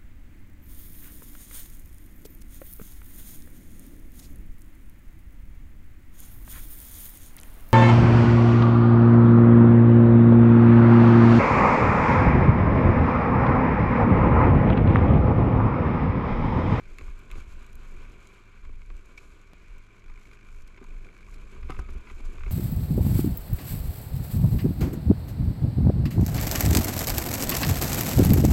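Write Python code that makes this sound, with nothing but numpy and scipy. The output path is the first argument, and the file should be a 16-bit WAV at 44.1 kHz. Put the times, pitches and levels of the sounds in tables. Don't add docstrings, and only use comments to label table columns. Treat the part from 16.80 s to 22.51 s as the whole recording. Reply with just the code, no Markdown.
import sys
import numpy as np
from scipy import signal
from scipy.fft import rfft, irfft
from scipy.io import wavfile
from scipy.ndimage import uniform_filter1d, map_coordinates

SR = 44100
rng = np.random.default_rng(int(sys.argv[2]) if len(sys.argv) > 2 else 0)


def dump(signal):
    limited = np.clip(np.atleast_2d(signal).T, -1, 1)
    pcm = np.round(limited * 32767).astype(np.int16)
    wavfile.write(sys.argv[1], SR, pcm)


N = 251811
TIME = np.arange(N) / SR

# time_s, weight_db, brushing_db
SLED_DRAG = [(0.0, -59.5, -60), (0.75, -61.5, -58), (1.22, -58.5, -59), (1.62, -64, -60.5),
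             (2.02, -64.5, -64.5), (2.4, -62.5, -62), (2.83, -63.5, -62.5), (3.62, -65, -62.5),
             (4.12, -60.5, -62.5), (4.69, -59, -60.5), (4.99, -58.5, -58.5), (5.31, -58, -56),
             (5.5, -56, -58), (5.71, -57.5, -57)]
USUAL_WEIGHT_DB = -60


def gain_of(db):
    return 10 ** (np.asarray(db) / 20)


def unit_rms(x):
    return x / np.sqrt(np.mean(x ** 2) + 1e-20)


def curve(rows, column):
    columns = np.transpose(rows)
    return np.interp(TIME, columns[0], columns[column])


def add(mix, start_s, sound):
    part = mix[max(round(start_s * SR), 0):][:len(sound)]
    part += sound[:len(part)]


def coloured(x, spectrum, size=16384):
    hz, db = np.transpose(spectrum)
    octave = np.log2(abs(np.fft.fftfreq(size, 1 / SR)) + 1)
    octaves_outside = abs(octave - np.clip(octave, np.log2(hz[0]), np.log2(hz[-1])))
    log_gain = np.log(gain_of(np.interp(octave, np.log2(hz), db) - 6 * octaves_outside))
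    response = np.fft.ifft(np.exp(np.conj(signal.hilbert(log_gain)))).real
    response *= np.hanning(2 * size)[size:]
    return signal.fftconvolve(x, response[:len(x)])[:len(x)]


def wander(rate_hz, count=2048):
    hz = np.fft.rfftfreq(count, TIME[-1] / count)
    drift = irfft(rfft(rng.standard_normal(count)) / (1 + (hz / rate_hz) ** 4), count)
    return np.interp(TIME, np.linspace(0, TIME[-1], count), unit_rms(drift))


def grains(per_s, spread_db):
    strength = gain_of(spread_db * np.minimum(rng.exponential(1, N), 5))
    return unit_rms(strength * rng.choice([-1, 1], N) * (rng.random(N) < per_s / SR))


def throb(spectrum, steady_s):
    noise = unit_rms(coloured(rng.standard_normal(N), spectrum))
    power = uniform_filter1d(abs(signal.hilbert(noise)) ** 2, int(steady_s * SR))
    return unit_rms(noise / np.sqrt(power + 0.038))


def hump(crest_s, half_s, fall_ratio=1):
    return np.exp(-((TIME - crest_s) / half_s / np.where(TIME < crest_s, 1, fall_ratio)) ** 2)


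def swells(rows, fall_ratio=1):
    return np.sqrt(sum((gain_of(db) * hump(s, half_s, fall_ratio)) ** 2 for s, db, half_s in rows))


def dry_click(at_s=2.7343, peak_db=-43, decay_s=0.0019):
    return gain_of(peak_db) * np.sign(at_s - TIME) * np.exp(-abs(TIME - at_s) / decay_s)


def buffeting(gust_db=1.5):
    # crest_s, sway_db, rumble_db, half_length_s
    bumps = [(0.115, -38.5, -63, 0.053), (0.298, -33, -51, 0.077), (0.569, -31.5, -45.5, 0.059),
             (0.77, -38, -46, 0.073), (0.969, -39.5, -46.5, 0.066), (1.153, -37, -62, 0.13),
             (1.919, -36, -48.5, 0.12), (2.13, -35, -49, 0.069), (2.493, -51, -52.5, 0.061),
             (2.946, -40.5, -55, 0.074), (3.32, -37.5, -52.5, 0.065), (3.787, -39, -51.5, 0.12),
             (4.157, -35.5, -62, 0.11), (4.579, -40, -54, 0.14), (4.862, -34.5, -39.5, 0.1),
             (4.98, -32.5, -41, 0.051), (5.129, -34, -40, 0.081), (5.35, -36, -43, 0.047),
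             (5.471, -27.5, -43.5, 0.05), (5.687, -28.5, -37, 0.11)]
    # freq_hz, gain_db
    sway_spectrum = [(8, -18.5), (16, -3.5), (24, 9), (32, -5), (42, -11.5), (60, -30.5), (100, -68.5)]
    rumble_spectrum = [(30, -35), (46, -2.5), (62, 3.5), (80, -11.5), (110, -23), (160, -29.5),
                       (400, -55.5)]
    wind_db = 0.45 * (curve(SLED_DRAG, column=1) - USUAL_WEIGHT_DB) + gust_db * wander(rate_hz=3.6)
    sway, rumble = gain_of(wind_db - 49.5), gain_of(wind_db - 60)
    for crest_s, sway_db, rumble_db, half_s in bumps:
        swell = hump(crest_s, half_s)
        sway = np.hypot(sway, gain_of(sway_db) * swell)
        rumble = np.hypot(rumble, gain_of(rumble_db - 1) * swell)
    return sway * throb(sway_spectrum, steady_s=0.04) + rumble * throb(rumble_spectrum, steady_s=0.041)


def exhaust(firings, firing_hz, cruise_hz=50, unsteady_db=2.0):
    # multiple_of_firing_rate, level_db
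    harmonics = [(1, -6), (2, -1), (3, -12.5), (4, -9), (5, -14.5), (6, -22), (7, -42), (8, -16)]
    odd_db = -0.5 - 1.5 * (firing_hz - cruise_hz)
    hum = np.zeros(N)
    for order, db in harmonics:
        level = gain_of(db + odd_db * (order % 2) + unsteady_db * wander(rate_hz=8.6))
        hum += np.sqrt(2) * level * np.cos(2 * np.pi * (order * firings + rng.random()))
    return hum


def engine_clatter(firings, firing_hz, jitter_s=0.0006, detune=0.025, uneven_db=2.2):
    # freq_hz, gain_db
    clatter_spectrum = [(300, -8), (750, -29), (1050, -17.5), (1500, 1.5), (1850, -8.5), (2320, 8),
                        (2850, -15), (4200, -15.5), (7000, -20), (9000, -31)]
    beats = abs(firings + jitter_s * firing_hz * wander(rate_hz=34))
    age = beats % 1 / 0.075
    strength = gain_of(uneven_db * rng.standard_normal(N))[beats.astype(int)]
    pulling = np.exp(-((TIME - 3.95) / 0.85) ** 4)
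    blur = np.maximum(0.2 * (1 - pulling), 0.03)
    bursts = np.hypot(strength * age * np.exp(-age), blur)
    bursts /= np.sqrt(uniform_filter1d(bursts ** 2, SR // 4))
    clatter = unit_rms(coloured(bursts * rng.standard_normal(N), clatter_spectrum))
    speed = 1 + detune * unit_rms(np.gradient(wander(rate_hz=24.6)))
    return map_coordinates(clatter, [np.cumsum(speed)], mode="mirror")


def quad_bike(waver=0.01085):
    # time_s, firing_hz, exhaust_db, clatter_db
    engine = [(0, 54.4, -59, -60.5), (.25, 44, -62, -66), (.45, 48, -58.5, -71), (.6, 43, -60.5, -70),
              (.8, 51, -61.5, -72), (1.22, 43.8, -58.5, -63.5), (1.4, 44.3, -61.5, -68.5),
              (1.58, 51.3, -62, -64.5), (2.1, 50, -63.5, -68.5), (2.5, 50, -67, -70),
              (2.85, 47, -61.5, -63), (3.13, 51.5, -62, -67.5), (3.35, 52, -61, -62),
              (3.62, 51.8, -60.5, -63), (3.9, 50.5, -63, -68), (4.15, 49.8, -59, -65.5),
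              (4.36, 50.3, -61, -60.5), (4.6, 53.7, -58.5, -64.5), (5, 50.6, -55.5, -67),
              (5.3, 52.5, -60, -67.5), (5.71, 56.5, -58, -62)]
    firing_hz = curve(engine, column=1)
    firings = np.cumsum(firing_hz * (1 + waver * wander(rate_hz=12.2))) / SR
    hum = exhaust(firings, firing_hz) * gain_of(curve(engine, column=2))
    clatter = engine_clatter(firings, firing_hz) * gain_of(curve(engine, column=3))
    return hum + clatter


def tall_grass():
    # crest_s, level_db, half_length_s
    swishes = [(0.26, -71.5, 0.067), (0.70, -71, 0.041), (1.12, -71.5, 0.13), (1.49, -76, 0.037),
               (1.66, -86, .05), (2.46, -78, .04), (3.44, -74.5, 0.097), (3.76, -70.5, 0.071),
               (4.51, -72, 0.054), (5.34, -70.5, 0.041), (5.54, -69, 0.041), (5.69, -62, 0.027)]
    crunches = [(0.582, -60.5, .008), (3.878, -60, 0.005), (4.543, -57, .005), (4.9055, -53, 0.0051),
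                (4.93, -68, 0.084), (4.996, -56, 0.0081), (5.105, -63.5, .012), (5.138, -61.5, 0.0081),
                (5.182, -63, 0.0056), (5.457, -58.5, 0.0076)]
    # freq_hz, gain_db
    swish_spectrum = [(3000, -2), (5500, 2.5), (7200, 7), (8700, -3.5), (11000, -1), (13500, -7),
                      (15500, -13)]
    crunch_spectrum = [(1500, 2.5), (2500, 1.5), (3400, -1), (5200, 1.5), (7200, 1), (8700, -5.5),
                       (11500, -3), (15500, -28)]
    swish = unit_rms(coloured(grains(per_s=7600, spread_db=6.0), swish_spectrum))
    crunch = unit_rms(coloured(grains(per_s=9700, spread_db=4.5), crunch_spectrum))
    return swish * swells(swishes) + crunch * swells(crunches, fall_ratio=0.78)


def thin_stalks(per_s=2, crisp_db=-15):
    when, size = rng.random((round(per_s * TIME[-1]), 2)).T
    at = (when * N).astype(int)
    level_db = curve(SLED_DRAG, column=2)[at] + 2 + 4 * size
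    return [(start_s, db, crisp_db) for start_s, db in zip(TIME[at], level_db)]


def snapping_stalks(gain_db=1, treble_db=13, tearing=0.53):
    # start_s, level_db, crisp_db
    stiff_stalks = [(0.1849, -40.5, 0), (0.391, -53.5, -7), (0.5136, -47, -12), (0.5147, -41.5, -3),
                    (0.865, -48.5, -7), (0.93, -48, -8), (0.9545, -47, -3), (1.4719, -46.5, -15),
                    (2.167, -51, -11), (2.258, -55, -8), (2.982, -55, -8), (3.821, -48, -8),
                    (4.0413, -49, -11)]
    # freq_hz, gain_db
    stalk_spectrum = [(700, -39), (2500, 15.5), (4500, 5), (7000, 13.5), (9000, 1), (11500, 0.5),
                      (15500, -4)]
    t, out = np.arange(SR // 12) / SR, np.zeros(N)
    for start_s, db, crisp_db in list(stiff_stalks) + thin_stalks():
        tear_s = 0.017 * np.clip((-38 - db) / 14, 0.35, 1.6)
        fibres = tearing * rng.standard_normal(len(t)) * gain_of(-60 * t / tear_s)
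        fibres[0] += 1
        shelf = [(500, 0), (7000, 0), (11000, crisp_db + treble_db), (16000, crisp_db + treble_db)]
        tick = coloured(coloured(fibres, stalk_spectrum, size=2048), shelf, size=2048)
        add(out, start_s, gain_of(db + gain_db) * tick / abs(tick).max())
    return out


def squeak(rasp_share=0.21):
    # start_s, level_db, pitch_hz, length_s
    slips = [(2.374, -39, 2303, 0.013), (2.386, -45.5, 2420, 0.007)]
    # freq_hz, gain_db
    rasp_spectrum = [(1500, 2), (2400, 5.5), (3300, 0), (4700, -5), (7000, -4), (9000, -17)]
    out = np.zeros(N)
    for start_s, db, hz, length_s in slips:
        t = np.arange(int(length_s * SR)) / SR
        arch = np.sin(np.pi * t / length_s)
        tone = np.sin(2 * np.pi * hz * t) * arch ** 2
        rasp = unit_rms(coloured(rng.standard_normal(len(t)), rasp_spectrum)) * np.sqrt(arch)
        add(out, start_s, gain_of(db) * (tone + rasp_share * rasp))
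    return out


def helmet_ring():
    # start_s, gain_db
    jolts = [(4.8975, 0.5), (4.9906, -5)]
    # pitch_hz, level_db, t60_s
    modes = [(145, -37.5, 0.11), (353.3, -30, 0.027), (750, -42, 0.098), (1268, -50, 0.4),
             (1480, -40.5, 0.041), (2870, -63, 0.11)]
    t, out = np.arange(SR // 4) / SR, np.zeros(N)
    ring = sum(gain_of(db - 60 * t / t60) * np.sin(2 * np.pi * hz * t) for hz, db, t60 in modes)
    for start_s, gain_db in jolts:
        add(out, start_s, gain_of(gain_db) * ring)
    return out


def thuds(rise_s=0.011, sag=0.23, sag_s=0.044, boom_db=-19, boom_s=0.0086):
    # start_s, level_db, bounce_hz
    landings = [(0.218, -36.5, 69), (0.287, -37.5, 61), (0.511, -41, 58.04), (0.576, -36.5, 64.6),
                (0.674, -37, 51.9), (0.764, -47, 54), (1.858, -43, 60), (1.909, -44, 62),
                (2.103, -48.5, 56), (4.837, -34, 66.8), (4.987, -26.5, 61.7), (5.151, -31, 53.46),
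                (5.67, -27, 63)]
    # freq_hz, gain_db
    boom_spectrum = [(70, -7), (130, -1), (250, -8), (600, -31)]
    t, out = np.arange(SR // 5) / SR, np.zeros(N)
    for start_s, db, hz in landings:
        cycles = np.cumsum(hz * (1 - sag * (1 - np.exp(-t / sag_s)))) / SR
        bounce = np.sin(2 * np.pi * cycles) * t / rise_s * np.exp(1 - t / rise_s)
        boom = unit_rms(coloured(rng.standard_normal(len(t)), boom_spectrum))
        boom *= t / boom_s * np.exp(1 - t / boom_s)
        add(out, start_s, gain_of(db) * (bounce + gain_of(boom_db) * boom))
    return out


def shell_hit(contact, thud_db, crack_db, t60_scale=1):
    # pitch_hz, level_db, base_t60_s
    modes = [(156, -12, 0.024), (252, -14, 0.056), (389, -11, 0.054), (810, -14, 0.036), (985, -4.5, 0.024),
             (1206, 1.5, 0.014), (1550, -4, 0.017), (2107, 4, 0.013), (2475, 6.5, 0.012), (2634, 3, 0.014),
             (3480, 2, 0.0027), (5120, -8, 0.0056), (6740, -12, 0.0039)]
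    t = np.arange(len(contact)) / SR
    ring = sum((-1) ** k * gain_of(db - 60 * t / (t60 * t60_scale)) * np.sin(2 * np.pi * hz * t)
               for k, (hz, db, t60) in enumerate(modes))
    struck = signal.fftconvolve(contact, ring / abs(ring).max())[:len(t)]
    hardness = [(100, thud_db), (500, thud_db), (900, 0), (1500, 0), (2400, crack_db), (12000, crack_db)]
    return coloured(struck, hardness, size=4096)


def small_clods(per_s=4, thud_db=-8, crack_db=-22):
    at = (rng.random(round(per_s * TIME[-1])) * N).astype(int)
    level_db = -51.5 + 0.56 * (curve(SLED_DRAG, column=1)[at] - USUAL_WEIGHT_DB)
    return [(start_s, db, thud_db, crack_db) for start_s, db in zip(TIME[at], level_db)]


def scuffs(gain_db=-22, bass_db=8, treble_db=6, rise_s=0.0026, lead_s=0.002046):
    # time_s, level_db, thud_db, crack_db
    big_clods = [(0.28, -37, -10, -14), (0.533, -38, -7, -23), (0.578, -41, 4, -26),
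                 (3.297, -39.5, -15, -15), (3.975, -39.5, -2, -6), (3.987, -40, -17, -18),
                 (4.012, -45, 13.5, -11), (4.028, -40.5, -0.5, -16), (4.041, -37.5, -14, -20),
                 (4.473, -44.5, -15, -20), (4.759, -36, -23, -32), (4.83, -37.5, -8, -10),
                 (4.889, -37, -3, -13), (4.919, -30.5, -10, -11), (4.945, -33.5, -13, -19),
                 (4.965, -40.5, -15, -7), (5.088, -33, -1, -18), (5.15, -49, 11, -22),
                 (5.271, -37, -21, -9.5), (5.299, -34.5, -14, -11), (5.309, -44, 8.5, -11),
                 (5.402, -41, 10.5, -12), (5.607, -33.5, -19, -16.5), (5.662, -33.5, 4.5, -14),
                 (5.678, -37.5, 7, -15)]
    t, out = np.arange(SR // 6) / SR, np.zeros(N)
    for time_s, db, thud_db, crack_db in list(big_clods) + small_clods():
        contact = rng.standard_normal(len(t)) * t / rise_s * np.exp(1 - t / rise_s)
        rub = shell_hit(contact, thud_db + bass_db, crack_db + treble_db)
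        add(out, time_s - lead_s, gain_of(db + gain_db) * rub)
    return out


def knocks(gain_db=3, bass_db=9, treble_db=7, chatter_s=0.0069, hollow_hz=1102, hollow_t60_s=0.029):
    # start_s, level_db, thud_db, crack_db, hollow_db
    blows = [(0.185, -39.5, -35, -2, -24), (0.2073, -45, -4, -19, 3), (0.211, -40.5, 2.5, -10, -1),
             (0.503, -42, -19, -9, -10), (0.5141, -48.5, -17, 5.5, -22), (0.555, -43.5, 3.5, -10, -12),
             (0.564, -44.5, 8.5, -22, -12), (1.851, -47.5, -12, -9.5, 1), (1.893, -51, 6, -22, 4),
             (2.018, -54, -21, -1.5, -17), (2.102, -44.5, 1.5, -9.5, 1), (2.378, -50, -11, 1, -15),
             (4.485, -51, -19, -18, 9.5), (4.897, -26.5, 1, -22, -22), (4.9042, -29, -18, -13, -12),
             (4.9905, -27.5, -11.5, -26, -15), (5.583, -43, -26, -8.5, -4), (5.635, -38, -15, -8.5, -4)]
    t, out = np.arange(SR // 6) / SR, np.zeros(N)
    hollow = np.sin(2 * np.pi * hollow_hz * t) * (1 - np.exp(-t / 0.0025))
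    for start_s, db, thud_db, crack_db, hollow_db in blows:
        contact = 0.051 * rng.standard_normal(len(t)) * np.exp(-t / chatter_s)
        contact[0] += 1
        shell = shell_hit(contact, thud_db + bass_db, crack_db + treble_db, t60_scale=0.68)
        clonk = hollow * gain_of(hollow_db - 3 - 60 * t / hollow_t60_s)
        add(out, start_s, gain_of(db + gain_db) * (shell + clonk))
    return out


def sliding(flutter_db=1.5, flicker_db=2.27, patch_db=1.55, tuft_db=1.5):
    # freq_hz, gain_db
    drone_spectrum = [(60, -31), (120, -0.5), (180, -0.5), (280, -2.5), (385, 1), (480, -6.5), (700, -13),
                      (1000, -28), (3000, -79)]
    scrape_spectrum = [(250, -43), (600, -10), (830, -10.5), (1020, 1.5), (1200, -0.5), (1320, -3),
                       (1470, 2.5), (1850, -9), (2080, -8.5), (2320, 3.5), (2550, -3), (2850, -9),
                       (4100, -19), (8000, -53)]
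    hiss_spectrum = [(1500, -4), (3000, 3.5), (4200, 6.5), (5500, 2), (6600, 7.5), (7600, 6.5),
                     (8700, -2.5), (11000, -1), (13500, -8.5), (15500, -33)]
    weight_db, brushing_db = curve(SLED_DRAG, column=1), curve(SLED_DRAG, column=2)
    drone = unit_rms(coloured(grains(per_s=2500, spread_db=2.5), drone_spectrum))
    scrape = unit_rms(coloured(grains(per_s=7000, spread_db=2.5), scrape_spectrum))
    blades = rng.standard_normal(N) + 0.29 * grains(per_s=1500, spread_db=6)
    hiss = unit_rms(coloured(blades, hiss_spectrum))
    drone *= gain_of(weight_db + flutter_db * wander(rate_hz=12.2))
    scrape *= gain_of(brushing_db - 1.5)
    hiss *= gain_of(brushing_db - 13 + flicker_db * wander(rate_hz=130) + patch_db * wander(rate_hz=2))
    return (drone + scrape + hiss) * gain_of(tuft_db * wander(rate_hz=13))


def scene():
    contacts = thuds() + knocks() + scuffs() + helmet_ring() + snapping_stalks() + squeak()
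    ride = buffeting() + sliding() + tall_grass() + quad_bike() + contacts
    return (ride + dry_click())[None]


def record(dry):
    # pitch_hz, width_hz, boost_db
    case_modes = [(1020, 19, 1.5), (1210, 40, 2.5), (2930, 31, 2.5), (3217, 28, 5), (3550, 16, 4.5),
                  (4080, 75, 3.5), (4100, 72, 0), (6630, 90, 3), (7600, 61, 2.5)]
    ringing = sum((gain_of(db) - 1) * signal.lfilter(*signal.iirpeak(hz, hz / width_hz, fs=SR), dry)
                  for hz, width_hz, db in case_modes)
    band_limit = signal.firwin(511, cutoff=15200, window=("kaiser", 9), fs=SR)
    return signal.oaconvolve(dry + ringing, band_limit[None], "same")


dry = scene()
out = record(dry)
dump(out)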